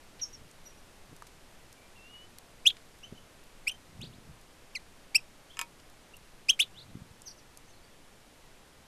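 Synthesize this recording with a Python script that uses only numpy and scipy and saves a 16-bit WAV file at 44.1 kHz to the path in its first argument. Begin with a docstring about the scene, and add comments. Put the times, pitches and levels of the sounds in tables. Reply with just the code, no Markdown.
"""A dry field under a quiet hush. Beak and claws tick on a cage, distant birds answer one another with
gliding notes, each echoed twice, and light puffs of wind bump the microphone. Near 2 s a thin whistle
rises far off. From 2.7 s a caged goldfinch, up close, gives six short, sharp calls: sweeps of its syrinx
coloured by throat and beak, most with a softer, rasping trail. Between the fourth and fifth call the
cage rattles once and rings. The distant birds have the last notes."""
import sys
import numpy as np
from scipy import signal
from scipy.fft import rfft, irfft, next_fast_len
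from scipy.io import wavfile
from scipy.ndimage import map_coordinates

SR = 44100
rng = np.random.default_rng(int(sys.argv[2]) if len(sys.argv) > 2 else 0)


def put_to_file(sound):
    """Save the sound as 16-bit audio at rate SR, in the file named by the first command-line argument."""
    columns = np.atleast_2d(sound).T  # one column per channel
    safe = np.clip(columns, -1, 1)
    whole_steps = np.round(safe * 32767)
    wavfile.write(sys.argv[1], SR, whole_steps.astype(np.int16))


N = 391166
TIME = np.arange(N) / SR


def undb(db):
    """Decibels to gain."""
    return 10 ** (np.asarray(db) / 20)


def unit(x):
    """Scale to rms 1."""
    return x / np.sqrt(np.mean(x ** 2))


def add(out, start_s, sound):
    """Mix a sound in at a given time."""
    i = max(int(start_s * SR), 0)
    out[i:i + len(sound)] += sound[:max(len(out) - i, 0)]


def delay(x, lag_s):
    """The same sound, later."""
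    return np.pad(x, (int(lag_s * SR), 0))[:N]


def decay(t, t60_s):
    """An envelope that falls 60 dB in t60_s."""
    return np.exp(-np.log(1000) * t / t60_s)


def walk(rate_hz, size):
    """A smooth random wobble with a spread of about 1."""
    knots = rng.standard_normal(int(size * rate_hz / SR) + 4)
    return map_coordinates(knots, [np.arange(size) * rate_hz / SR + 1], order=2)


def band(x, hz, octaves):
    """A band-pass, bell-shaped on a log-frequency axis."""
    size = next_fast_len(len(x))
    f = np.maximum(np.fft.rfftfreq(size, 1 / SR), 1)
    bell = np.exp(-.5 * (np.log2(f / hz) / octaves) ** 2)
    return irfft(rfft(x, size) * bell, size)[:len(x)]


def scatter(x, t60_s):
    """A short diffuse tail from bars, grass and ground."""
    t = TIME[:SR // 3]
    response = rng.standard_normal(len(t)) * decay(t, t60_s) * (1 - np.exp(-t / .003))
    return signal.fftconvolve(x, response / np.linalg.norm(response))[:N]


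def glide(size, *points_hz):
    """Pitch along one smooth arc through evenly spaced points."""
    count = len(points_hz)
    arc = np.polyfit(np.linspace(0, 1, count), points_hz, count - 1)
    return np.polyval(arc, np.linspace(0, 1, size))


def hush(start_db=-54.5, ease_db_per_s=0.1344):
    """The outdoor bed: dark noise that eases off very slightly."""
    # tone of the hush: frequency_hz, relative_db
    spectrum = [(20, 3.5), (32, -8.5), (65, -9), (120, -12.5), (300, -14), (600, -15.5), (1200, -19.5),
                (2500, -22), (5000, -26.5), (10000, -30), (13800, -36.5)]
    hz, db = np.transpose(spectrum)
    size = next_fast_len(N)
    f = np.maximum(np.fft.rfftfreq(size, 1 / SR), 1)
    colour = undb(np.interp(np.log(f), np.log(hz), db))
    noise = irfft(rfft(rng.standard_normal(size)) * colour, size)[:N]
    return unit(noise) * undb(start_db - ease_db_per_s * TIME)


def click(db, hz, octaves, t60_s, rise_share=0.0699):
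    """A brief burst coloured by a broad resonance; longer ones also start more softly."""
    t = TIME[:SR // 12]
    envelope = (1 - np.exp(-t / (rise_share * t60_s))) * decay(t, t60_s)
    burst = envelope * band(rng.standard_normal(len(t)), hz, octaves)
    return undb(db) * burst / np.abs(burst).max()


def ticks():
    """Tiny dry contacts of beak, claws and perch that die within milliseconds."""
    # contacts in the cage: start_s, peak_db, centre_hz, width_octaves, t60_s
    contacts = [(0.193, -43, 3000, 0.54, 0.063), (.512, -45.5, 7000, 0.43, 0.014),
                (1.164, -43.5, 7500, 0.74, 0.0099), (1.222, -33, 1020, 0.41, 0.0093),
                (1.222, -43.5, 7000, .6, 0.011), (1.267, -44, 5000, 1.1, 0.033),
                (1.727, -42, 6500, 0.64, 0.011), (2.385, -33, 7000, 1.5, 0.0073),
                (2.767, -42, 2900, 1, 0.02), (2.987, -49, 7000, 1, .015), (3.438, -49, 8000, 0.93, 0.0091),
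                (4.015, -37, 6960, 0.58, 0.0081), (4.412, -47, 8000, 1, .012),
                (5.799, -45.5, 3990, 0.81, 0.018), (5.899, -47, 8000, 1.2, 0.011),
                (6.1675, -41, 9500, 0.7, 0.011), (7.219, -36.5, 7400, 0.4, 0.0069),
                (7.5733, -35.5, 7800, 0.49, 0.0072)]
    out = np.zeros(N)
    for start_s, db, hz, octaves, t60_s in contacts:
        add(out, start_s, click(db, hz, octaves, t60_s))
    return out


def far_birds(near_echo_s=.031, far_echo_s=.113, far_echo_db=-17, grass_db=-9.5, tail_db=-14,
              waver_db=0.1, jitter_hz=50):
    """Wavering glides, echoed by two surfaces; overlapping pairs are the two sides of one syrinx."""
    # distant notes: start_s, length_s, start_hz, middle_hz, end_hz, level_db, octave_db, near_echo_db
    notes = [ (.211, 0.041, 5920, 5620, 5300, -30.5, -30, -23),
             (.212, 0.035, 6300, 6420, 6070, -41.5, -22, -14),
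             (0.651, 0.038, 5910, 5790, 5650, -49, -14, -13),
             (3.028, 0.028, 2480, 2980, 3160, -44, -11, -15),
             (3.174, 0.015, 2880, 3010, 3090, -52, -25, -14),
             (4.004, 0.046, 2080, 3670, 5200, -42.5, -19, -7),
             (5.498, 0.024, 2900, 3250, 3680, -50.5, -18, -4),
             (6.134, 0.018, 2720, 2770, 2920, -48, -25, -18),
             (6.738, 0.045, 2730, 3020, 3550, -57, -27, -14),
             (6.764, 0.045, 3300, 3830, 5030, -47, -24, -3),
             (7.254, 0.048, 6480, 5870, 5440, -44, -19, -11),
             (7.264, 0.03, 5980, 4830, 4270, -45, -15.5, -5),
             (7.67, 0.057, 5600, 6350, 4970, -64, -26, -12.5),
             (7.728, 0.028, 4650, 4200, 3850, -62, -25, -3),
             (7.832, 0.026, 4500, 4650, 4640, -62, -25, -15)]
    direct, near_echo = np.zeros(N), np.zeros(N)
    for start_s, length_s, *arc_hz, db, octave_db, near_echo_db in notes:
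        size = int(length_s * SR)
        hz = glide(size, *arc_hz) + jitter_hz * walk(520, size)
        phase = 2 * np.pi * np.cumsum(hz) / SR
        swell = np.sin(np.linspace(0, np.pi, size)) * undb(db + waver_db * walk(216, size))
        note = swell * (np.sin(phase) + undb(octave_db) * np.sin(2 * phase))
        add(direct, start_s, note)
        add(near_echo, start_s + near_echo_s, undb(near_echo_db) * note)
    out = direct + near_echo + undb(far_echo_db) * delay(direct, far_echo_s)
    # paths through the grass arrive just behind the note and roughen it
    grass = undb(grass_db) * scatter(out, t60_s=0.099)
    return out + grass + undb(tail_db) * scatter(out, t60_s=0.2)


def wind(rumble_hz=120, octaves=0.75, calm_db=-74):
    """Eddies at the microphone: single pressure swings over a low rumble that swells with each puff."""
    # puffs of the breeze: crest_s, level_db, width_s
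    gusts = [(.42, -56, .035), (1.12, -49, .018), (3.14, -58, 0.061), (4.04, -47.5, 0.07),
             (4.29, -55, 0.047), (6.96, -52, 0.11)]
    # eddies bumping the microphone: centre_s, peak_db, pitch_hz
    bumps = [(1.13, -42.5, 225), (3.126, -36, 200), (3.131, -41, 330), (3.955, -44, 100), (3.996, -42, 85),
             (4.032, -35, 152), (4.04, -41, 286), (4.079, -45, 130), (4.186, -44, 190), (4.299, -43.5, 80),
             (4.313, -46, 110), (6.9554, -33.5, 152), (6.973, -41, 150), (7.021, -40, 115)]
    puffs = sum(undb(db) * np.exp(-np.abs(TIME - crest_s) / width_s) for crest_s, db, width_s in gusts)
    out = (undb(calm_db) + puffs) * unit(band(rng.standard_normal(N), rumble_hz, octaves))
    for centre_s, db, hz in bumps:
        phase = 2 * np.pi * hz * (TIME - centre_s)
        near = np.abs(phase) < 2 * np.pi
        out[near] += undb(db) * phase[near] * np.exp((1 - phase[near] ** 2) / 2)
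    return out


def whistler(tail_db=-13, pitch_waver=.005, waver_db=2.5, fade_s=.012):
    """A thin, wavering whistle from across the field, in two parts."""
    # the faint opening: time_s, pitch_hz, level_db
    opening = [(1.765, 2520, -70), (1.775, 2290, -67), (1.873, 2380, -69), (1.895, 2413, -71)]
    # the longer rise: time_s, pitch_hz, level_db
    rise = [(1.95, 2669, -60), (1.966, 2770, -60), (1.988, 2669, -61), (2.06, 2759, -60),
            (2.112, 2890, -57.5), (2.184, 2934, -55.5), (2.252, 2985, -57.5), (2.275, 3000, -70)]
    out = np.zeros(N)
    for part in (opening, rise):
        time_s, hz, db = np.transpose(part)
        t = TIME[int(time_s[0] * SR):int(time_s[-1] * SR)]
        pitch_hz = np.interp(t, time_s, hz) * (1 + pitch_waver * walk(59, len(t)))
        tone = unit(np.sin(2 * np.pi * np.cumsum(pitch_hz) / SR))
        fade = np.clip(np.minimum(t - t[0], t[-1] - t) / fade_s, 0, 1)
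        swell = undb(np.interp(t, time_s, db) + waver_db * walk(40, len(t)))
        add(out, time_s[0], fade * swell * tone)
    return out + undb(tail_db) * scatter(out, t60_s=0.2)


def syllable(t, attack_s, arc_hz, second_db, third_db, rough, fundamental=1, flutter=0,
             jitter=0.015, shimmer_db=1., throb_db=1.7):
    """One sweep of the syrinx: effort swells and falls as harmonics slide through throat resonances."""
    # what throat and beak let through: frequency_hz, gain_db
    throat = [(1900, -7), (2500, -1.5), (3300, 1), (4200, 4), (5300, 1), (6200, 2), (7100, -6.5),
              (8100, -2), (10000, -4), (11000, -4), (14000, -11)]
    throat_hz, throat_db = np.transpose(throat)
    effort = np.interp(t, [0, attack_s, t[-1]], [0, 1, 0]) * undb(rough * throb_db * walk(400, len(t)))
    hz = glide(len(t), *arc_hz) * (1 + rough * jitter * walk(1500, len(t)))
    phase = 2 * np.pi * np.cumsum(hz) / SR + flutter
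    overtones_db = [second_db, third_db, third_db - 6, third_db - 7]
    # overtones grow faster with effort than the fundamental
    gains = [fundamental * effort ** 0.69] + [undb(db) * effort ** 0.99 for db in overtones_db]
    tone = 0
    for k, gain in enumerate(gains, 1):
        colour_db = np.interp(np.log(k * hz), np.log(throat_hz), throat_db)
        flicker_db = k * rough * shimmer_db * walk(700, len(t))  # higher harmonics are less steady
        tone = tone + gain * undb(colour_db + flicker_db) * np.sin(k * phase)
    return tone * (1 + flutter)


def syrinx(break_s=0.0012, lead_s=.0045, lead_db=-27.5,
           trail_rough=0.83, trail_attack_share=0.41, flutter_hz=450, flutter_spread=.3):
    """Chirps that change register, fluttering trails and snaps; returns the voice and a hiss envelope."""
    # the sharp sweep of each call: start_s, length_s, attack_s, start_hz, one_third_hz, two_thirds_hz,
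    # end_hz, level_db, second_harmonic_db, third_harmonic_db, change_after_s, step_db, roughness (0-1)
    chirps = [(2.6547, 0.029, 0.022, 2365, 2807, 3346, 3880, -10.5, -13, -18.5, 0.021, -5, 0.9),
              (3.6688, 0.0285, 0.015, 2110, 2510, 2796, 2850, -15.5, -18.5, -17.5, 0.0119, -17, 0.43),
              (4.7501, 0.03, 0.0063, 3010, 2315, 2020, 2050, -29, -7.5, -11.5, 0.024, -1, 0.3),
              (5.1466, 0.027, 0.012, 2246, 2480, 2742, 2620, -14.5, -2.5, -7, 0.019, -18, 0.32),
              (6.4863, 0.025, 0.013, 2370, 2686, 3173, 2960, -14, -6.5, -15, 0.019, 4, 1),
              (6.5929, 0.034, 0.0095, 1940, 2946, 3580, 3950, -14.5, -15, -9.5, 0.0145, -5, 1)]
    # soft, often rasping sounds after a call; the one at 3.74 s is a faint echo: start_s, length_s,
    # start_hz, middle_hz, end_hz, level_db, second_harmonic_db, third_harmonic_db, flutter_depth
    trails = [(2.685, 0.0079, 3920, 3530, 3180, -23, -23, -20, 0.2),
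              (2.69, 0.027, 3030, 3340, 3060, -31, -34, -40, 0.85),
              (3.69, 0.018, 3150, 2940, 2650, -31.5, -21, -32, 0.54),
              (3.709, 0.021, 3150, 3100, 3030, -40, -11, -8, 0.1),
              (3.736, 0.028, 3100, 3120, 3130, -54, -12, -20, 0.1),
              (5.17, 0.025, 2694, 2560, 2620, -40, -12, -24, 0.3),
              (6.507, 0.022, 3370, 3310, 3160, -32.5, -25, -20, 0.3),
              (6.526, 0.015, 3050, 3150, 3220, -37, -28, -32, 0.25),
              (6.619, 0.018, 3600, 3440, 3350, -29.5, -32.5, -32, 1.1),
              (6.634, 0.012, 3900, 3800, 3670, -42, -24, -30, 0.4)]
    # the syrinx snapping as it starts or changes register: start_s, peak_db
    snaps = [(2.67, -23.5), (3.6803, -30), (3.695, -29), (5.147, -25), (6.4856, -31), (6.5105, -30),
             (6.592, -28), (6.6165, -26)]
    voice, hiss_envelope = np.zeros(N), np.zeros(N)
    lead_t = TIME[:int(2 * lead_s * SR)]
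    for start_s, length_s, attack_s, *arc_hz, db, second_db, third_db, after_s, step_db, rough in chirps:
        t = TIME[:int(length_s * SR)]
        # the change of register steps the level of the fundamental
        register = undb(step_db * np.clip((t - after_s) / break_s, 0, 1))
        note = undb(db) * syllable(t, attack_s, arc_hz, second_db, third_db, rough, fundamental=register)
        add(voice, start_s, note)
        add(hiss_envelope, start_s, rough * np.abs(note))
        # a faint pure tone leads into the chirp
        lead = np.hanning(len(lead_t)) * np.sin(2 * np.pi * arc_hz[0] * lead_t)
        add(voice, start_s - lead_s, undb(db + lead_db) * lead)
    for start_s, length_s, *arc_hz, db, second_db, third_db, depth in trails:
        t = TIME[:int(length_s * SR)]
        turns = np.cumsum(flutter_hz * (1 + flutter_spread * walk(650, len(t)))) / SR
        flutter = depth * np.hanning(len(t)) * np.sin(2 * np.pi * turns)
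        attack_s = trail_attack_share * length_s
        trail = undb(db) * syllable(t, attack_s, arc_hz, second_db, third_db, trail_rough, flutter=flutter)
        add(voice, start_s, trail)
        add(hiss_envelope, start_s, trail_rough * np.abs(trail))
    for start_s, db in snaps:
        add(voice, start_s, click(db, hz=3490, octaves=1.0, t60_s=0.0051))
    return voice, hiss_envelope


def goldfinch(hiss_db=-23, hiss_linger_s=0.0052, hiss_hz=5500, hiss_octaves=1.2,
              echo_s=0.035, echo_db=-30, tail_db=-29):
    """The near bird: sharp call notes, then a blurred echo and a short tail."""
    voice, hiss_envelope = syrinx()
    # a broad hiss that swells with each call and lingers a few milliseconds
    pole = np.exp(-1 / (hiss_linger_s * SR))
    swell = signal.lfilter([1 - pole], [1, -pole], hiss_envelope)
    hiss = unit(band(rng.standard_normal(N), hiss_hz, hiss_octaves))
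    direct = voice + undb(hiss_db) * swell * hiss
    # the surroundings give back little of the top
    dull = band(direct, hz=2980, octaves=1.1)
    echo = delay(scatter(dull, t60_s=0.012), echo_s)
    return direct + undb(echo_db) * echo + undb(tail_db) * scatter(dull, t60_s=0.18)


def cage(ring_db=-37, crack_db=-21, crack_s=0.00092, bounce_s=0.004, bounce_db=-12,
         buzz_db=-40, buzz_s=0.012):
    """One rattle: each knock is a crack, a small rebound and a buzz of wires over the ringing frame."""
    # resonances of the cage: pitch_hz, relative_db, t60_s
    modes = [(945, -2.5, 0.15), (1080, 1, 0.073), (1293, 4, 0.07), (1374, -7, 0.076), (1630, -2, .04),
             (1780, 4, 0.044), (2260, 1, 0.091), (2490, 5, 0.082), (2800, 13, 0.017), (3220, -5, 0.079),
             (3550, -18, 0.089), (4400, -20, .04), (5000, -1.5, 0.068), (6440, 3, .025), (6860, -15, 0.04),
             (7070, 2, .03), (7620, 4, 0.033), (9700, -16, .035), (11000, -17, .02)]
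    # knocks of the rattle: start_s, level_db, brightness_db (extra gain on crack and buzz)
    knocks = [(5.57, -14.5, -10), (5.5913, -3, -2), (5.6134, -5, 1.5)]
    out, t = np.zeros(N), TIME[:SR // 5]
    ring = sum((-1) ** k * undb(db) * np.sin(2 * np.pi * hz * t) * decay(t, t60_s)
               for k, (hz, db, t60_s) in enumerate(modes))
    envelope = undb(crack_db) * np.exp(-t / crack_s) + undb(buzz_db) * np.exp(-t / buzz_s)
    for start_s, db, brightness_db in knocks:
        noise = unit(band(rng.standard_normal(len(t)), hz=3000, octaves=1.6))
        impact = undb(db + brightness_db) * envelope * noise
        add(out, start_s, impact + undb(db + ring_db) * ring)
        add(out, start_s + bounce_s, undb(bounce_db) * impact)
    return out


def scene():
    """Everything reaches one microphone, the same in both channels."""
    mono = hush() + wind() + goldfinch() + far_birds() + whistler() + cage() + ticks()
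    return np.array([mono, mono])


def record(dry):
    """The recorder cuts the top steeply above 14 kHz."""
    return signal.sosfilt(signal.ellip(10, .2, 70, 14000, fs=SR, output="sos"), dry)


dry = scene()
out = record(dry)
put_to_file(out)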